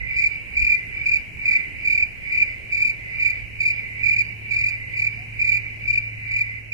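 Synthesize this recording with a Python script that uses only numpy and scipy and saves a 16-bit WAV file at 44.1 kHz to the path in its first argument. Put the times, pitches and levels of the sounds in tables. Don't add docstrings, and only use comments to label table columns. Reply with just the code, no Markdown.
import sys
import numpy as np
from scipy import signal
from scipy.fft import rfft, irfft, next_fast_len
from scipy.io import wavfile
from scipy.ndimage import uniform_filter1d

SR = 44100
rng = np.random.default_rng(int(sys.argv[2]) if len(sys.argv) > 2 else 0)


def store_pcm(level_fs):
    pcm = np.round(np.clip(level_fs, -1, 1) * 32767).astype(np.int16)
    wavfile.write(sys.argv[1], SR, np.atleast_2d(pcm).T)


def to_linear_factor(level_db):
    exponent = np.asarray(level_db, float) / 20
    return 10 ** exponent


N = 297087
TIME = np.arange(N) / SR


def near_cricket():
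    # (multiple [1], level over the overtone level [dB], left minus right [dB])
    overtones = [
        (2, -2.5, -3.5),
        (3, -10, -9.5),
        (4, -22.5, 1.5),
    ]
    wing_hz, glide_hz, stroke_s = 2362, 165, .0215
    lag_s = 1.71e-4
    side = np.array([[.5], [-.5]])
    half = SR // 50
    t = np.arange(-half, half) / SR
    out, effort = np.zeros((2, N)), np.zeros(N)
    strokes = wing_strokes()
    chance = rng.standard_normal((len(strokes), 3))
    slip = np.tile(.3 * walk(700), 2)
    for (s, db, pan_db, over_db), (turn, pitch, span) in zip(strokes, chance):
        start = int(s * SR) - half
        length = stroke_s * (1 + 0.16 * span)
        swell, phase = stroke(t - lag_s * side, length, wing_hz + 18 * pitch, glide_hz)
        phase = phase + 9 * turn + slip[start:start + len(t)]
        x = to_linear_factor(db - 0.58 + pan_db * side) * swell * np.sin(phase)
        for k, rel_db, lean_db in overtones:
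            level = to_linear_factor(over_db + rel_db + lean_db * side)
            x = x + level * swell ** (.45 * k) * np.sin(k * phase)
        add(out, start, x)
        add(effort, start, to_linear_factor(over_db) * swell[0] ** .4)
    flutter_db = 3 * np.tanh([walk(220), walk(220)])
    out *= to_linear_factor(flutter_db)
    noise = rng.standard_normal((3, 2, N))
    scrape = to_linear_factor(-14.5) * unit(band(noise[0], 4720, 2200, order=4))
    scrape += to_linear_factor(-16.5) * unit(band(noise[1], 7800, 9800))
    scrape += to_linear_factor(np.array([[-22], [-32]])) * unit(band(noise[2], 6800, 120))
    out += scrape * uniform_filter1d(effort, size=900)
    return out + to_linear_factor(-11.5) * foliage(out, t60=.17)


def wing_strokes():
    # (first stroke [s], peak [dB], swell [dB per stroke], left minus right [dB], overtones [dB])
    chirps = [(.173, -10.5, 1.5, -2, -38), (.577, -10.5, 0.5, -1, -38), (1.069, -11, -1, -2, -38),
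              (1.465, -10.5, 0.5, -1, -37.5), (1.857, -11, 0, -2, -38), (2.330, -10, .5, 0, -37.5),
              (2.730, -12, .5, -0.5, -38.5), (3.207, -13, -0.5, -2.5, -38), (3.613, -11, 0, 0, -36.5),
              (4.042, -12, -0.03, -3.5, -38), (4.519, -12.5, 0.25, -3.5, -38),
              (4.977, -14.5, 0.5, -3.5, -39.5), (5.401, -12.5, 0, -3, -39.5), (5.885, -10, 1, 0, -37),
              (6.319, -10, 1.5, 0.5, -36.5), (6.729, -14.5, -2.5, -3.5, -37)]
    stroke_counts = [5, 8, 5, 5, 8, 5, 8, 5, 5, 8, 8, 5, 8, 5, 5, 1]
    gap_s, wobble_s = .0231, 0.0011
    first_catch_s, second_catch_s = .0042, .0062
    rows = []
    for (s, db, swell_db, pan_db, over_db), count in zip(chirps, stroke_counts):
        k = np.arange(count)
        late, louder, aside, brighter = rng.standard_normal((8, 4))[:count].T
        catch = first_catch_s * (k >= 2) + second_catch_s * (k >= 5)
        middle = s + gap_s * k + catch + wobble_s * late * (k > 0)
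        peak_db = db + swell_db * (k - count / 2) - 2 * (k == 0) + 1.6 * np.tanh(louder)
        lean_db = pan_db + 4 * np.tanh(aside)
        bright_db = over_db - 3.5 * (k == 0) + brighter
        rows += zip(middle, peak_db, lean_db, bright_db)
    return rows


def stroke(t, length, hz, glide_hz, peaked=.95, bend=.4):
    u = np.clip(t / length, -.5, .5)
    swell = np.cos(np.pi * u) ** np.maximum(peaked, .2)
    phase = 2 * np.pi * (hz * t - glide_hz * length * (u ** 2 / 2 - bend * u ** 3))
    return swell, phase


def neighbours():
    # (start [s], length [s], level [dB])
    answers = [(.13, 0.23, -30), (.56, 0.21, -31.5), (.97, 0.21, -31.5), (1.45, 0.15, -30),
               (1.82, 0.21, -31), (2.28, 0.22, -30.5), (2.74, 0.18, -32.5), (3.14, 0.24, -30.5),
               (3.66, 0.13, -28), (4.02, 0.26, -33), (4.53, 0.21, -30), (4.94, 0.24, -32.5),
               (5.38, 0.28, -36), (5.85, 0.23, -33.5), (6.29, 0.25, -29.5)]
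    kin = chorus(2330, 85, 160, rate=51, wet=0.36, count=5)
    kin += to_linear_factor(-36.5) * chorus(5000, 70, 250, rate=70, wet=0.33, count=2)
    kin += to_linear_factor(-33) * chorus(4720, 90, 260, rate=52, wet=0.76, count=2)
    level_db = swells(answers, rise_db_s=151, fall_db_s=138.5, rest_db=-56)
    return kin * to_linear_factor(level_db + np.array([[1.8], [3.5]]))


def lower_species():
    # (start [s], length [s], level [dB])
    low_song = [
        (.03, .18, -39),
        (.7, 0.24, -36.5),
        (1.5, 0.22, -36.5),
        (2.3, 0.21, -38.5),
        (3.04, 0.31, -38.5),
        (3.86, 0.32, -38),
        (4.63, 0.33, -40),
        (5.46, 0.22, -37.5),
        (6.22, 0.33, -36.5),
    ]
    low = chorus(2055, 30, 138, rate=36, wet=0.46, count=4)
    level_db = swells(low_song, rise_db_s=95, fall_db_s=82, rest_db=-67.5)
    return low * to_linear_factor(level_db + np.array([[1.5], [5]]))


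def chorus(hz, spread_hz, glide_hz, rate, wet, count):
    out = np.zeros((2, N))
    for pitch, pace, lag, size in rng.standard_normal((count, 4)):
        beat = np.cumsum(rate * (1 + .04 * pace + 0.098 * walk(8))) / SR
        within = beat % 1 - .5
        swell = np.cos(np.pi * np.clip(1.7 * within, -.5, .5)) ** 0.35
        phase = 2 * np.pi * np.cumsum(hz + spread_hz * np.tanh(pitch) - glide_hz * within) / SR
        phase += 9 * rng.standard_normal(N // 500)[beat.astype(int)]
        song = to_linear_factor(1.5 * size + 4.15 * walk(8)) * swell * np.sin(phase)
        out += np.array([np.roll(song, int(9 + 3 * lag)), song])
    wet = np.clip(wet, 0, 1)
    return unit((1 - wet) * out + wet * foliage(out, t60=0.33))


def far_calls():
    # (start [s], length [s], start pitch [Hz], end pitch [Hz], peak [dB])
    calls = [
        (5.149, 0.117, 647, 806, -51.5),
        (5.489, 0.063, 562, 556, -53.5),
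    ]
    out = np.zeros(N)
    for s, length, from_hz, to_hz, db in calls:
        count = int(length * SR)
        phase = 2 * np.pi * np.cumsum(np.linspace(from_hz, to_hz, count)) / SR
        add(out, int(s * SR), to_linear_factor(db) * np.hanning(count) * np.sin(phase))
    return out


def hum():
    # (time [s], level [dB])
    motor = [
        (0, -50),
        (1.2, -49),
        (2.2, -59),
        (2.8, -49.5),
        (3.9, -42.5),
        (6.1, -40),
        (6.74, -43),
    ]
    level_db = np.interp(TIME, *np.transpose(motor))
    pitch_hz = 108.4 + .4 * walk(3.064)
    phase = 2 * np.pi * np.cumsum(pitch_hz) / SR + np.array([[0], [.16]])
    far = np.clip((-45 - level_db) / 10, 0, 1)
    return np.sqrt(2) * to_linear_factor(level_db + (.5 + 6 * far) * walk(9)) * np.sin(phase)


def gusts():
    # (time [s], peak [dB])
    puffs = [(0, -29.5), (.62, -30.5), (1.2, -43), (1.74, -40.5), (1.99, -40), (3.15, -50), (3.43, -39),
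             (4.03, -42), (4.57, -40.5), (5.21, -49), (5.4, -44), (5.83, -46), (5.98, -54), (6.34, -44),
             (6.68, -47)]
    wobble = unit(band(rng.standard_normal((2, N)), 56.7, 25))
    breeze_db = -51.5 + 4 * walk(10)
    rows = [(s, 0, db) for s, db in puffs]
    push_db = swells(rows, rise_db_s=179.5, fall_db_s=181, rest_db=breeze_db)
    return wobble * to_linear_factor(push_db + np.array([[-7], [5]]))


def night_air():
    # (frequency [Hz], level [dB])
    air_colour = [(20, 16), (45, 17.5), (100, 16), (200, 7.5), (500, -0.5), (1300, -12.5), (1750, -1),
                  (2300, 16.5), (2900, 6), (3100, -5.5), (3500, -18.5), (3700, -15.5), (8000, -20),
                  (15000, -27)]
    # (frequency [Hz], correlation [1])
    likeness = [(30, 0), (130, 1), (300, 0.28), (700, 0.51), (1500, 0), (15000, 0.19)]
    size = next_fast_len(N)
    octave = np.log2(np.arange(1, size // 2 + 2) * SR / size)
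    colour, alike = np.transpose(air_colour), np.transpose(likeness)
    c = np.clip(np.interp(octave, np.log2(alike[0]), alike[1]), 0, 1)
    tint = to_linear_factor(np.interp(octave, np.log2(colour[0]), colour[1]))
    mid, side = rfft(rng.standard_normal((2, size))) * tint
    pair = np.sqrt(1 + c) * mid + np.sqrt(1 - c) * side * np.array([[1], [-1]])
    out, swell = 0, walk(1.0)
    for centre in np.arange(4, 14.5, .5):
        share = np.cos(np.pi * np.clip(octave - centre, -.5, .5)) ** 2
        out = out + to_linear_factor(.5 * swell + 1.5 * walk(7)) * irfft(pair * share, size)[:, :N]
    level_db = -55.5 + 0.54 * fade_db() + np.array([[1.2], [1.8]])
    return out / np.std(band(out, 790, 755)) * to_linear_factor(level_db)


def foliage(x, t60):
    t = np.arange(SR // 2) / SR
    echoes = rng.standard_normal((2, len(t))) * np.exp(-np.log(1000) * t / t60)
    echoes /= np.sqrt(np.sum(echoes ** 2, axis=1, keepdims=True))
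    return signal.fftconvolve(x, echoes, axes=1)[:, :N]


def swells(rows, rise_db_s, fall_db_s, rest_db):
    power = to_linear_factor(2 * rest_db)
    for s, length, db in rows:
        rise_db = rise_db_s * np.maximum(s - TIME, 0)
        fall_db = fall_db_s * np.maximum(TIME - s - length, 0)
        power = power + to_linear_factor(2 * (db - rise_db - fall_db))
    return 10 * np.log10(power)


def fade_db():
    return -6 * np.maximum(TIME - 5.75, 0)


def walk(rate):
    k = int(SR / rate)
    held = np.repeat(rng.standard_normal(N // k + 1), k)
    return uniform_filter1d(uniform_filter1d(held, k), k)[:N]


def band(x, hz, width_hz, order=2):
    edges = [max(hz - width_hz / 2, 5), min(hz + width_hz / 2, .45 * SR)]
    return signal.sosfilt(signal.butter(order, edges, "bandpass", fs=SR, output="sos"), x)


def unit(x):
    return x / np.sqrt(np.mean(x ** 2))


def add(out, start, x):
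    a, b = max(start, 0), min(start + x.shape[-1], N)
    out[..., a:b] += x[..., a - start:b - start]


def scene():
    insects = near_cricket() + neighbours() + lower_species()
    return insects * to_linear_factor(fade_db()) + night_air() + hum() + gusts() + far_calls()


def masked(x, slope_db, margin_db):
    window = np.sin(np.pi * (np.arange(2048) + .5) / 2048)
    frames = signal.stft(x, window=window, nperseg=2048, noverlap=1024)[2]
    strips = (np.abs(frames[:, :1024]) ** 2).reshape(2, 128, 8, -1).mean(axis=(0, 2))
    hz = (np.arange(128) + .5) * SR / 256
    above = np.log2(hz[:, None] / hz)
    guard_db = np.interp(hz, [2500, 2650, 2900, 3000, 3750, 4200], [40, 6, 5, -1, -3, 2.5])[:, None]
    reach = np.where(above > 0, to_linear_factor(-2 * (margin_db + guard_db + slope_db * above)), 0)
    waver = uniform_filter1d(rng.standard_normal(strips[::2].shape), size=4) * 2
    waver = np.repeat(waver, 2, axis=0)
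    hidden = (strips < to_linear_factor(3 * waver) * (reach @ strips)) & (hz > 2500)[:, None]
    total = strips.sum(axis=0)
    loudness_db = 10 * np.log10(total / np.median(total))
    limit = np.interp(hz, [5000, 8000, 12000, 15000], [3.5, 2.2, 1.4, .4])[:, None]
    hidden |= waver > limit - .05 * loudness_db
    frames[:, :1024] *= np.repeat(~hidden, 8, axis=0)
    return signal.istft(frames, window=window, nperseg=2048, noverlap=1024)[1][:, :N]


def low_pass(x):
    return signal.sosfilt(signal.butter(12, 15020, fs=SR, output="sos"), x)


def record(dry):
    bent = dry + np.array([[.08], [.15]]) * band(dry ** 2, 35, 30)
    top = signal.ellip(10, .2, 80, 14950, fs=SR, output="sos")
    bent = signal.sosfilt(top, bent)
    last_fade = np.clip((TIME[-1] - TIME) / .003, 0, 1)
    mix = masked(bent, slope_db=70, margin_db=7.5) * last_fade
    return low_pass(mix)


dry = scene()
out = record(dry)
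store_pcm(out)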